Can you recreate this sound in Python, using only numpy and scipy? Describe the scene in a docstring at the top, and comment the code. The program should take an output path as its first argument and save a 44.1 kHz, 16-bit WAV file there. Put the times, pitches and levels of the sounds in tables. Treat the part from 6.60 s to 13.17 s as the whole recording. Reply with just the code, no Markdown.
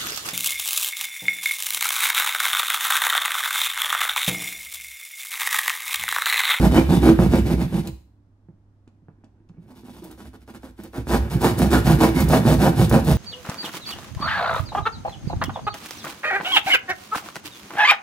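"""Quick, rough saw strokes thump and rasp: a hand jab saw cuts a socket hole in a hollow plasterboard wall.
The bout dies away and the tip flicks free; after faint ticks and presses it nibbles lightly, then saws hard.
Each stroke is a row of tooth catches that ring the wall: it thumps and crunches, and gypsum grit rasps
along the steel blade. Bumps, squeaks and snapping crumbs join in, and the sheet booms on the air behind it.
A phone close by hears it through two microphone ports in a small room with quiet air and a faint hum."""
import sys
import numpy as np
from scipy import signal
from scipy.fft import rfft, irfft
from scipy.io import wavfile
from scipy.ndimage import uniform_filter1d

SR = 44100
rng = np.random.default_rng(int(sys.argv[2]) if len(sys.argv) > 2 else 0)


def store_pcm(level_fs):
    """Save levels as 16-bit WAV."""
    pcm = np.round(np.clip(level_fs, -1, 1) * 32767).astype(np.int16)
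    wavfile.write(sys.argv[1], SR, np.atleast_2d(pcm).T)


N = 289737
RING = SR // 5  # how long a body may ring, in samples
SLIDE_S = .014  # the blade already slides this long before the teeth catch, and as long after

# Strokes of the blade. Each row: start in seconds, length in seconds, force in dB, bite from 0 (the teeth
# slide over the gypsum) to 1 (they dig in), resonance of the slot in Hz, wall resonance that the stroke
# favours in Hz, push that makes the sheet shudder in dB.
STROKES = [(-.02, .115, -4.5, 0.9, 775, 175, -18), (0.099, .14, -3, .95, 730, 224, -21.5),
           (0.272, .12, -4.5, 0.6, 750, 176, -19.5), (.399, .135, -3.5, 1, 690, 323.7, -19.5),
           (.572, .11, -8.5, 0.8, 671, 179, -21), (0.688, .12, -6, .75, 667, 224.4, -19.5),
           (0.832, .13, -9, .6, 698, 224, -25), (0.956, .11, -11.5, 0.6, 760, 172.6, -31.5),
           (1.096, .125, -12.5, 0.52, 760, 174, -36), (1.213, .09, -21, 0.58, 686, 180, -36),
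           (2.989, .074, -45, 0.4, 706, 240, -58), (3.062, .12, -33.5, 0.63, 950, 248, -62),
           (3.146, 0.085, -27.5, 0.1, 950, 338, -60), (3.237, 0.096, -25, 0.17, 905, 260, -55),
           (3.319, 0.11, -24.5, 0.07, 1010, 238, -57.5), (3.414, .083, -24.5, 0.44, 910, 170, -56),
           (3.484, 0.081, -27, 0.35, 1450, 315, -50), (3.572, 0.071, -23.5, 0.35, 1400, 241, -47),
           (3.634, 0.06, -25, 0.24, 1510, 256, -43), (3.727, .047, -29, 0.86, 1450, 322, -49),
           (3.803, .04, -33, 0, 1400, 251, -55), (3.872, 0.0563, -24.5, 0.47, 1500, 253, -49),
           (3.934, 0.051, -22, 0.4, 1500, 243, -48), (4.018, 0.095, -25, .54, 1490, 260, -45),
           (4.174, .049, -24.5, .5, 1530, 322, -48.5), (4.217, .067, -23, 0.46, 1540, 326, -53.5),
           (4.328, 0.1, -16, 0.6, 1500, 218, -31.5), (4.467, .132, -2, 0.6, 833, 225, -19.5),
           (4.694, .08, -8, 0.18, 900, 121, -25.5), (4.797, .13, 1.5, 0.7, 930, 219.6, -28),
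           (4.97, .115, -1.5, .48, 790, 147, -19.5), (5.098, .112, 2, 0.6, 1260, 325.6, -21),
           (5.236, .13, 1.5, 0.4, 780, 146, -23), (5.381, .122, 3, .78, 940, 325, -27.5),
           (5.542, .11, -1.5, .25, 870, 247, -18.5), (5.676, .128, 2, .88, 740, 162, -32),
           (5.837, .14, 1, 0.6, 750, 157, -21.5), (5.973, .14, .5, .89, 693, 166, -33),
           (6.149, .125, -1, 0.4, 690, 132, -22), (6.292, .125, -1.5, 1, 730, 237, -29.5),
           (6.434, .13, -1, .52, 737, 138, -17.5)]
# The blade bumps in the slot or a tooth snags hard. Each row: start in seconds, peak level in dB,
# crunch against thud in dB, pitch of the thud in Hz.
BUMPS = [(0.059, -12, -13, 165.7), (0.113, -20.5, -9, 315), (.161, -17, -25, 320), (0.185, -6, -25, 217),
         (0.292, -18, -1, 219), (.327, -11.5, -7.5, 179), (.474, -14.5, -9, 322), (0.49, -2.5, -12.5, 226),
         (.59, -4, -14, 128), (.662, -10, -14, 169), (.736, -7, -8, 231), (0.938, -8, -24, 213.6),
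         (1.125, -17, -17.5, 192.6), (1.886, -37.5, -18, 170.3), (2.275, -42.5, -11, 228),
         (2.421, -47, -21.5, 162), (2.484, -37.5, -10, 160), (2.638, -44.5, -4.5, 235),
         (2.896, -37.5, -14, 163), (2.982, -35.5, -36, 174), (3.234, -35.5, -13, 243),
         (3.283, -36, -7, 250.7), (3.422, -33.5, -17, 333), (3.497, -39, -4, 325), (3.578, -44, -2, 255.3),
         (3.879, -38, 16, 320), (4.033, -33.5, -3, 261), (4.19, -29, -14.5, 324), (4.334, -34, 10, 213),
         (4.381, -16.5, -28, 222), (4.47, -27.5, 1, 222), (4.545, -10, -4, 232), (4.751, -11.5, -44, 134),
         (4.825, -18, -27, 223), (4.849, -8, -11.5, 212), (4.997, -14, -8, 258), (5.045, -12.5, -14, 214),
         (5.111, -28, 0, 226), (5.144, -14, 11, 346), (5.3, -4, -20, 151), (5.421, -27, -7, 228),
         (5.568, -13, -10, 245), (5.734, -7.5, 2, 173), (5.852, -6.5, -16, 227.5), (5.886, -14, -12, 171),
         (5.916, -7, -12, 167), (6.024, -13.5, -7, 310), (6.062, -10, -12, 169.6),
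         (6.196, -4.5, -15.5, 131.3), (6.313, -7.5, -4, 125.7), (6.331, -10, -18, 243),
         (6.354, -7, -13, 151.5)]
# Ways in which a body rings. Each row: pitch in Hz, width in Hz (wider dies sooner), strength in dB.
SHEET_MODES = [(118, 20, 3.5), (140, 24, -2), (160, 22, -1), (177, 18, -3)]  # the whole sheet between its studs
PANEL_MODES = [(216, 19, 2.5), (234, 22, -1), (253, 22, 1), (325, 20, 2.5)]  # the panel around the cut
BOARD_MODES = [(461, 28, 4.5), (532, 22, 3), (565, 24, -3), (630, 28, -.5), (700, 70, -3.5),
               (775, 50, -1.5), (877, 34, -1.5), (975, 36, -8.5), (1040, 40, -11), (1172, 50, -8.5),
               (1290, 46, -7), (1420, 42, -4.5), (1528, 44, -6), (1642, 44, -5), (2240, 120, -6.5)]  # the board bending at the slot
BLADE_MODES = [(2130, 430, 14.5), (2686.3, 130, 0), (2950, 80, 2.5), (3470, 52, 12), (3790, 19, 12),
               (4620, 30, -7.5), (7600, 110, -1.5), (9300, 280, -4), (11300, 360, -4), (13400, 590, -5.5)]  # the steel blade, ringing faintly


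def undb(db):
    """Decibels to gain."""
    return 10 ** (np.asarray(db) / 20)


def unit(x):
    """Scale to rms 1."""
    return x / np.sqrt(np.mean(x ** 2) + 1e-18)


def read(points, hz):
    """Read (Hz, value) points on a log-frequency axis."""
    f, value = np.transpose(points)
    return np.interp(np.log(hz + 1), np.log(f + 1), value)


def add(out, x, start):
    """Mix x into out from a time in seconds."""
    i = int(start * SR)
    x = x[max(-i, 0):len(out) - i]
    out[max(i, 0):max(i, 0) + len(x)] += x


def colour(points, size=1024):
    """Short impulse response with the given spectrum; it starts at once (minimum phase)."""
    level_db = read(points, np.fft.rfftfreq(size, 1 / SR))
    cepstrum = np.fft.irfft(np.log(undb(level_db)))
    cepstrum[1:size // 2] *= 2
    cepstrum[size // 2 + 1:] = 0
    return irfft(np.exp(rfft(cepstrum)))


def ring(modes, scatter_db=2.0, detune=.008):
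    """Impulse response of damped modes; their balance and tuning shift with the point of contact."""
    hz, width, db = np.transpose(modes)[:, :, None]
    chance = rng.standard_normal((2, len(modes), 1))
    t = np.arange(RING) / SR
    gain = undb(db + scatter_db * chance[0]) * 2 * np.pi * width / SR
    swing = np.cos(2 * np.pi * hz * (1 + detune * chance[1]) * t)
    modal = np.sum(gain * np.exp(-np.pi * width * t) * swing, axis=0)
    # a body radiates little outside the range of its modes
    edges = [.83 * hz.min(), min(1.17 * hz.max(), .45 * SR)]
    return signal.sosfilt(signal.butter(3, edges, "band", fs=SR, output="sos"), modal)


def knock(hz, width_hz):
    """Impulse response of one wall resonance, driven right at the blade so that it speaks at once."""
    t = np.arange(RING) / SR
    swing = np.exp(-np.pi * width_hz * t) * np.sin(2 * np.pi * hz * t)
    return signal.sosfilt(signal.butter(2, hz / 2, "high", fs=SR, output="sos"), swing)


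def swept(x, hz, width_hz):
    """A resonance whose centre can move; gain 1 at the centre."""
    turn = np.exp(2j * np.pi * np.cumsum(hz) / SR)
    keep = np.exp(-np.pi * width_hz / SR)
    return 2 * np.real(turn * signal.lfilter([1 - keep], [1, -keep], x / turn))


def sound(force, response):
    """A force rings a body; the whole sound is scaled to rms 1 over the length of the force."""
    y = np.zeros(len(force) + RING)
    add(y, signal.fftconvolve(force, response), 0)
    return y / np.sqrt(np.sum(y ** 2) / len(force) + 1e-18)


def grains(n, per_s, spread_db):
    """Random clicks, a few larger than the rest."""
    hit, rarity, side = rng.random((n, 3)).T
    size = undb(-spread_db * np.log(np.maximum(rarity, .02)))
    return unit((hit < per_s / SR) * size * np.sign(side - .5))


def spots(n):
    """A value that wanders as the teeth meet harder and softer spots; spread near 1."""
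    patch_s = 0.01215  # time that one spot spends under the teeth
    hardness = rng.standard_normal(40)
    return np.interp(np.arange(n) / SR / patch_s, np.arange(len(hardness)), hardness)


def bout_at(time):
    """The row of the bout of sawing that is under way."""
    # Sawing along the bottom of the hole, nibbling a new slot, sawing along the top. Each row:
    # start in seconds, place of top speed in a stroke from 0 to 1, boom in dB, its change as the cut grows
    # in dB per second, thud in dB, favoured wall resonance in dB, board modes above 1000 Hz in dB,
    # blade ring in dB.
    bouts = [(-.05, 0.55, -5, 1, -16.5, -15, -2, -2), (3, .32, -27.5, 6, -22, -25, -16, -6),
             (4.4, .47, -17, 4.5, -24, -22, -2, -9)]
    return bouts[sum(time >= bout[0] for bout in bouts[1:])]


def blade_speed(length, top):
    """The blade speeds up from rest and stops again; 1 at top speed."""
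    n = int(length * SR)
    along = np.arange(n) / n
    phase = np.interp(along, [0, np.clip(top, .2, .8), 1], [0, .5, 1])
    return np.sin(np.pi * phase) + 1e-6


def teeth(speed, rate_hz, jitter, scatter_db):
    """One impulse for each tooth that breaks through the gypsum, unevenly spaced and sized."""
    travel = np.cumsum(speed / np.mean(speed)) * rate_hz / SR
    chance = rng.standard_normal((64, 2))
    at = np.searchsorted(travel, np.arange(len(chance)) + .5 + jitter * chance[:, 0])
    force = np.zeros(len(speed) + 1)
    force[at] = undb(scatter_db * chance[:, 1])
    return force[:-1]  # teeth beyond the stroke's end fell on the last sample


def rasp(crumble, length, top, force_db, blade_db):
    """Grit rubs along the blade and rings it; a light stroke rolls fewer grains."""
    # The hiss of the grit. Each row: frequency in Hz, level in dB.
    grit = [(400, -31), (1200, 4.5), (1900, 9.5), (2300, 3.5), (2900, 5), (3700, 6.5), (5200, 4),
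            (7000, -0.5), (9500, 2), (12500, 0.5), (15500, -0.5)]
    speed = blade_speed(length + 2 * SLIDE_S, top)
    n = len(speed)
    supply = np.ones(n)
    add(supply, 2.0 * crumble, SLIDE_S)
    rolling = grains(n, per_s=12000 * undb(0.23 * force_db), spread_db=3.0)
    rub = rolling * supply * speed ** 1.09 * undb(1.5 * spots(n))
    blade = sound(rub, ring(BLADE_MODES, scatter_db=4.5, detune=0.011))
    return sound(rub, colour(grit)) + undb(blade_db) * blade


def stroke(start, length, force_db, bite, slot_hz, wall_hz):
    """Teeth catch one by one and ring sheet, panel and board; grit rasps a little before and after."""
    # The dull noise under the crunch. Each row: frequency in Hz, level in dB per Hz.
    crunch_noise = [(380, -25), (560, -2), (850, 0), (1150, -5), (1600, -7), (1900, -14), (2400, -15),
                    (4000, -28), (9000, -48)]
    since, top, boom_db, boom_db_per_s, thud_db, favoured_db, upper_db, blade_db = bout_at(start)
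    speed = blade_speed(length, top)
    n = len(speed)
    # typical catches per second, and the relative spread from stroke to stroke
    rate_hz = 148 * np.exp(.1 * rng.standard_normal())
    catches = teeth(1.185 + speed, rate_hz, jitter=.13, scatter_db=2.0)
    catches = catches * undb(2 * spots(n))  # hard and soft spots spread the force by 2 dB
    # after each catch the gypsum crumbles for a few ms
    crumble = unit(signal.lfilter([1], [1, -np.exp(-1 / (0.009 * SR))], catches))
    force = unit(catches) + 0.72 * crumble * grains(n, per_s=3200, spread_db=2.5)

    boom = sound(force * speed ** 0.05, ring(SHEET_MODES))
    thud = sound(force * speed ** 0.78, ring(PANEL_MODES))
    # where and how stiffly the blade is held favours one resonance of the wall
    favoured = sound(force * speed ** 0.13, knock(wall_hz, width_hz=24))

    # tilt across the board modes, in dB per octave: a deep bite favours the lower ones
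    tilt_db = -9.5 * bite
    lowest_hz = BOARD_MODES[0][0]
    board = [(hz, width, db + tilt_db * np.log2(hz / lowest_hz) + upper_db * (hz > 1000))
             for hz, width, db in BOARD_MODES]
    blows = force * speed ** 1.35
    # the slot's resonance rises over the stroke and wanders from spot to spot
    centre_hz = slot_hz * np.exp(0.12 * np.linspace(-.5, .5, n) + 0.076 * spots(n))
    blows = blows + undb(1) * swept(blows, centre_hz, width_hz=360)
    crunch = undb(0.5) * sound(blows, ring(board, scatter_db=2.5, detune=0.0021))
    crunch = crunch + undb(-15.5) * sound(blows, colour(crunch_noise))

    # digging teeth shake the slot, not the whole sheet: less boom, more thud and crunch
    boom_db = boom_db + boom_db_per_s * (start - since) - 13 * bite
    wall = undb(boom_db) * boom + undb(favoured_db) * favoured
    wall = wall + undb(thud_db + 7 * bite) * thud + undb(-29.5 + 11.5 * bite) * crunch
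    out = undb(-32) * rasp(crumble, length, top, force_db, blade_db)
    add(out, wall, SLIDE_S)
    return undb(force_db) * out


def sawing():
    """All strokes in turn, each heard from the moment the blade starts to slide."""
    out = np.zeros(N)
    for *row, _ in STROKES:
        add(out, stroke(*row), row[0] - SLIDE_S)
    return out


def shudder():
    """Strokes and bumps rock the sheet on the air of the cavity; the rocking builds and fades a little late."""
    # The sheet bouncing on the air behind it. Each row: pitch in Hz, width in Hz, strength in dB.
    cavity_modes = [(63.8, 7.5, -0.5), (92, 36, -37.5)]
    bump_db, bump_push_s = -23.5, 0.0077  # a bump's push: level against its peak, and for how long
    drag = np.zeros(N)
    for start, length, *_, shudder_db in STROKES:
        add(drag, np.full(int(length * SR), undb(shudder_db)), start)
    for start, db, *_ in BUMPS:
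        add(drag, np.full(int(bump_push_s * SR), undb(db + bump_db)), start)
    for lag_s in (0.02, 0.06):
        keep = np.exp(-1 / (lag_s * SR))
        drag = signal.lfilter([1 - keep], [1, -keep], drag, zi=drag[:1])[0]
    boom = signal.fftconvolve(rng.standard_normal(N + RING), ring(cavity_modes))[RING:RING + N]
    steady_boom = boom / np.sqrt(uniform_filter1d(boom ** 2, SR // 8) + 1e-18)
    return drag * steady_boom


def house():
    """Quiet air, alike at both ports in the bass, and a faint appliance hum of steady tones."""
    # Still air of the house, the part both ports share. Each row: frequency in Hz, level in dB per Hz.
    air_points = [(30, -83.8), (65, -80.6), (150, -88.4), (290, -88.9), (450, -102.5), (850, -104.5),
                  (1500, -114.5), (2500, -124), (5000, -128.5), (9000, -134.2), (15000, -143.9)]
    # The appliance's tones. Each row: pitch in Hz, rms level in dB.
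    hum_tones = [(100, -58), (291, -72)]
    hz = np.fft.rfftfreq(N, 1 / SR)
    noise = rfft(rng.standard_normal((2, N)))
    mid, side = noise * undb(read(air_points, hz)) * np.sqrt(SR / 2)
    air = irfft(mid + np.array([[1], [-1]]) * side * np.minimum(hz / 1500, 1), N)
    t = np.arange(N) / SR
    hum = sum(np.sqrt(2) * undb(db) * np.sin(2 * np.pi * f * t) for f, db in hum_tones)
    return air + hum


def nearby(dry, echo_db, decay_s):
    """Treble scatters off the wall, the hand and the hanging socket plate, and reaches each port differently."""
    t = np.arange(SR // 40) / SR
    noise = rng.standard_normal((2, len(t)))
    echoes = signal.lfilter(*signal.butter(2, [1300, 12000], "band", fs=SR), noise)
    echoes = unit(echoes * np.exp(-t / decay_s) * (t > .0005)) / np.sqrt(len(t))
    return dry + undb(echo_db) * signal.fftconvolve(dry[None], echoes, axes=1)[:, :N]


def room(dry, wet_db, t60):
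    """Diffuse echoes of a small room, different at each port; they fall by 60 dB in t60 seconds."""
    t = np.arange(SR * 3 // 4) / SR
    noise = rng.standard_normal((2, len(t)))
    # long waves reach both ports alike, and in the bass the near wall outweighs the room
    low_difference = signal.filtfilt(*signal.butter(1, 330, fs=SR), noise[0] - noise[1])
    noise = noise + np.array([[-.5], [.5]]) * low_difference
    noise = signal.lfilter(*signal.butter(1, 260, "high", fs=SR), noise)
    tail = noise * undb(-60 * t / t60)
    # the echoes set in after 3 ms
    tail *= np.clip((t - .003) / 0.00097, 0, 1) * np.sqrt(2 * np.log(1000) / (t60 * SR))
    return undb(wet_db) * signal.fftconvolve(dry[None], tail, axes=1)[:, :N]


def bumps():
    """Blows of the blade on the wall, each with the pitch of the spot it meets; the teeth scuff briefly after."""
    out, t = np.zeros(N), np.arange(SR // 15) / SR
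    lowest_hz = BOARD_MODES[0][0]
    # the board modes fall by 5 dB more per octave
    board_modes = [(hz, width, db - 5 * np.log2(hz / lowest_hz)) for hz, width, db in BOARD_MODES]
    for start, db, crunch_db, pitch_hz in BUMPS:
        force = .03 * grains(len(t), per_s=1500, spread_db=1.5) * np.exp(-t / .022)
        force[0] += 1
        other_modes = unit(ring(SHEET_MODES) + ring(PANEL_MODES))
        wall = unit(knock(pitch_hz, width_hz=26)) + undb(-5) * other_modes
        wall = wall + undb(crunch_db) * unit(ring(board_modes))
        top_hz = min(2000 * 2 ** (crunch_db / 30), 6000)  # a crunchier blow is brighter
        blow = signal.lfilter(*signal.butter(2, top_hz, fs=SR), sound(force, wall))
        add(out, undb(db) * blow / np.max(np.abs(blow)), start)
    return out


def turns():
    """Between hard strokes the blade stays pressed in the slot, grinding on the wall and ringing."""
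    longest_gap_s, pressed_db = .12, -16  # only strokes harder than this keep the blade pressed
    out = np.zeros(N)
    wall = ring(SHEET_MODES + PANEL_MODES) + undb(-15) * ring(BOARD_MODES)
    blade = ring(BLADE_MODES)
    for (start, length, force_db, *_), (next_start, _, next_db, *_) in zip(STROKES, STROKES[1:]):
        gap = next_start - start - length
        if 0 < gap < longest_gap_s and force_db > pressed_db:
            n = int((gap + 4 * SLIDE_S) * SR)
            rub = grains(n, per_s=2500, spread_db=1.0) * np.sin(np.linspace(0, np.pi, n))
            *_, blade_db = bout_at(start)
            grind = undb(-30.5) * sound(rub, wall) + undb(-42.5 + blade_db) * sound(rub, blade)
            add(out, undb((force_db + next_db) / 2) * grind, start + length - 2 * SLIDE_S)
    return out


def squeaks():
    """Stick and slip feed one blade mode for a moment: a rough, narrow tone made from filtered noise."""
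    # The blade sticks in the cut. Each row: start in seconds, length in seconds, pitch in Hz, level in dB.
    sticking = [(0.161, .022, 2946, -32.5), (0.167, 0.037, 2340, -34.5), (0.469, .04, 2450, -42.5),
                (5.116, 0.025, 2360, -36.5), (5.424, 0.066, 2250, -36.5), (5.521, .13, 2174, -39)]
    out = np.zeros(N)
    for start, length, hz, db in sticking:
        n = int(length * SR)
        tone = swept(rng.standard_normal(RING), np.full(RING, hz), width_hz=44)[-n:]
        add(out, undb(db) * unit(tone * np.sqrt(np.hanning(n))), start)
    return out


def snaps():
    """A crumb of gypsum breaks off in a short, bright burst of cracks."""
    # Each row: time in seconds, peak level in dB.
    crumbs = [(1.272, -27.5), (3.441, -35.5), (3.512, -37.5), (4.235, -35), (4.816, -25), (4.987, -21),
              (5.603, -18), (5.618, -25), (5.6395, -27), (5.687, -21), (6.2948, -17.5), (6.445, -28)]
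    out, t = np.zeros(N), np.arange(SR // 40) / SR
    for start, db in crumbs:
        burst = grains(len(t), per_s=23000, spread_db=3.5) * t * np.exp(-t / .003)
        crack = signal.lfilter(*signal.butter(1, 5500, "high", fs=SR), burst)
        add(out, undb(db) * crack / np.max(np.abs(crack)), start - .001)  # it swells from 1 ms before
    return out


def flicks():
    """The steel tip slips and chatters for a few ms; it pings when free and only ticks when the board damps it."""
    # The tip flicks free of the slot or ticks against its edge. Each row: start in seconds, peak level in dB,
    # damping as a factor on the mode widths.
    slips = [(1.273, -28.5, 1.5), (2.277, -54, 3), (2.643, -53, 6.5), (2.89, -54, 8.8)]
    # The ringing of the steel tip. Each row: pitch in Hz, width before damping in Hz, strength in dB.
    tip_modes = [(2580, 130, 6), (2780, 180, 1), (4050, 260, -2), (4380, 220, -1), (6200, 600, -11),
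                 (7400, 800, -12)]
    out, t = np.zeros(N), np.arange(SR // 50) / SR
    for start, db, damping in slips:
        slip = .3 * grains(len(t), per_s=6000, spread_db=3) * np.exp(-t / .006)
        slip[0] += 1
        damped = [(hz, width * damping, mode_db) for hz, width, mode_db in tip_modes]
        ping = sound(slip, ring(damped))
        add(out, undb(db) * ping / np.max(np.abs(ping)), start)
    return out


def presses():
    """The tip is worked into the board: sparse grains give way under it and rumble faintly in the wall."""
    # Each row: start in seconds, length in seconds (cut to 0.2), level in dB.
    pushes = [(2.52, .19, -61.5), (2.701, 0.21, -63.5), (2.919, 0.11, -56), (3.03, 0.11, -53)]
    out = np.zeros(N)
    for start, length, db in pushes:
        n = min(int(length * SR), RING)
        rub = grains(n, per_s=350, spread_db=0.5) * np.sin(np.linspace(0, np.pi, n))
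        wall = ring(SHEET_MODES + PANEL_MODES) + undb(-19.5) * ring(BOARD_MODES)
        add(out, undb(db) * sound(rub, wall), start)
    return out


def scene():
    """The saw in the wall, heard in the room."""
    saw = undb(-4.5) * sawing() + shudder() + bumps() + turns()
    saw = saw + squeaks() + snaps() + flicks() + presses()
    echo = room(saw, wet_db=-6.5, t60=.42)
    return nearby(saw, echo_db=-10.5, decay_s=0.027) + echo + house()


def record(dry):
    """The two ports hear with different colour and phase; the phone rounds peaks and cuts the top."""
    # How the ports differ in loudness. Each row: frequency in Hz, left minus right in dB.
    port_db = [(60, -1.6), (200, -3), (380, -2.5), (600, 1.6), (1400, -3.6), (2380, -1.5), (3300, 1),
               (4600, 4), (6000, 6.5), (8000, -0.5)]
    # How they differ in phase. Each row: frequency in Hz, lead of the left port in radians.
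    port_phase = [(60, 0.15), (650, 0.28), (1400, 0.65), (2200, 1.9), (3000, 1.55), (4300, 1.4),
                  (6000, 1.0), (8000, 0.25)]
    hz = np.fft.rfftfreq(N, 1 / SR)
    half = np.array([[.5], [-.5]])  # each port takes half of the difference
    gain = undb(half * read(port_db, hz)) * np.exp(1j * half * read(port_phase, hz))
    ports = irfft(rfft(dry) * gain, N)
    rounded = ports / (1 + ports ** 4) ** (1 / 4)
    return signal.sosfilt(signal.ellip(14, .2, 70, 15700, fs=SR, output="sos"), rounded)


dry = scene()
out = record(dry)
store_pcm(out)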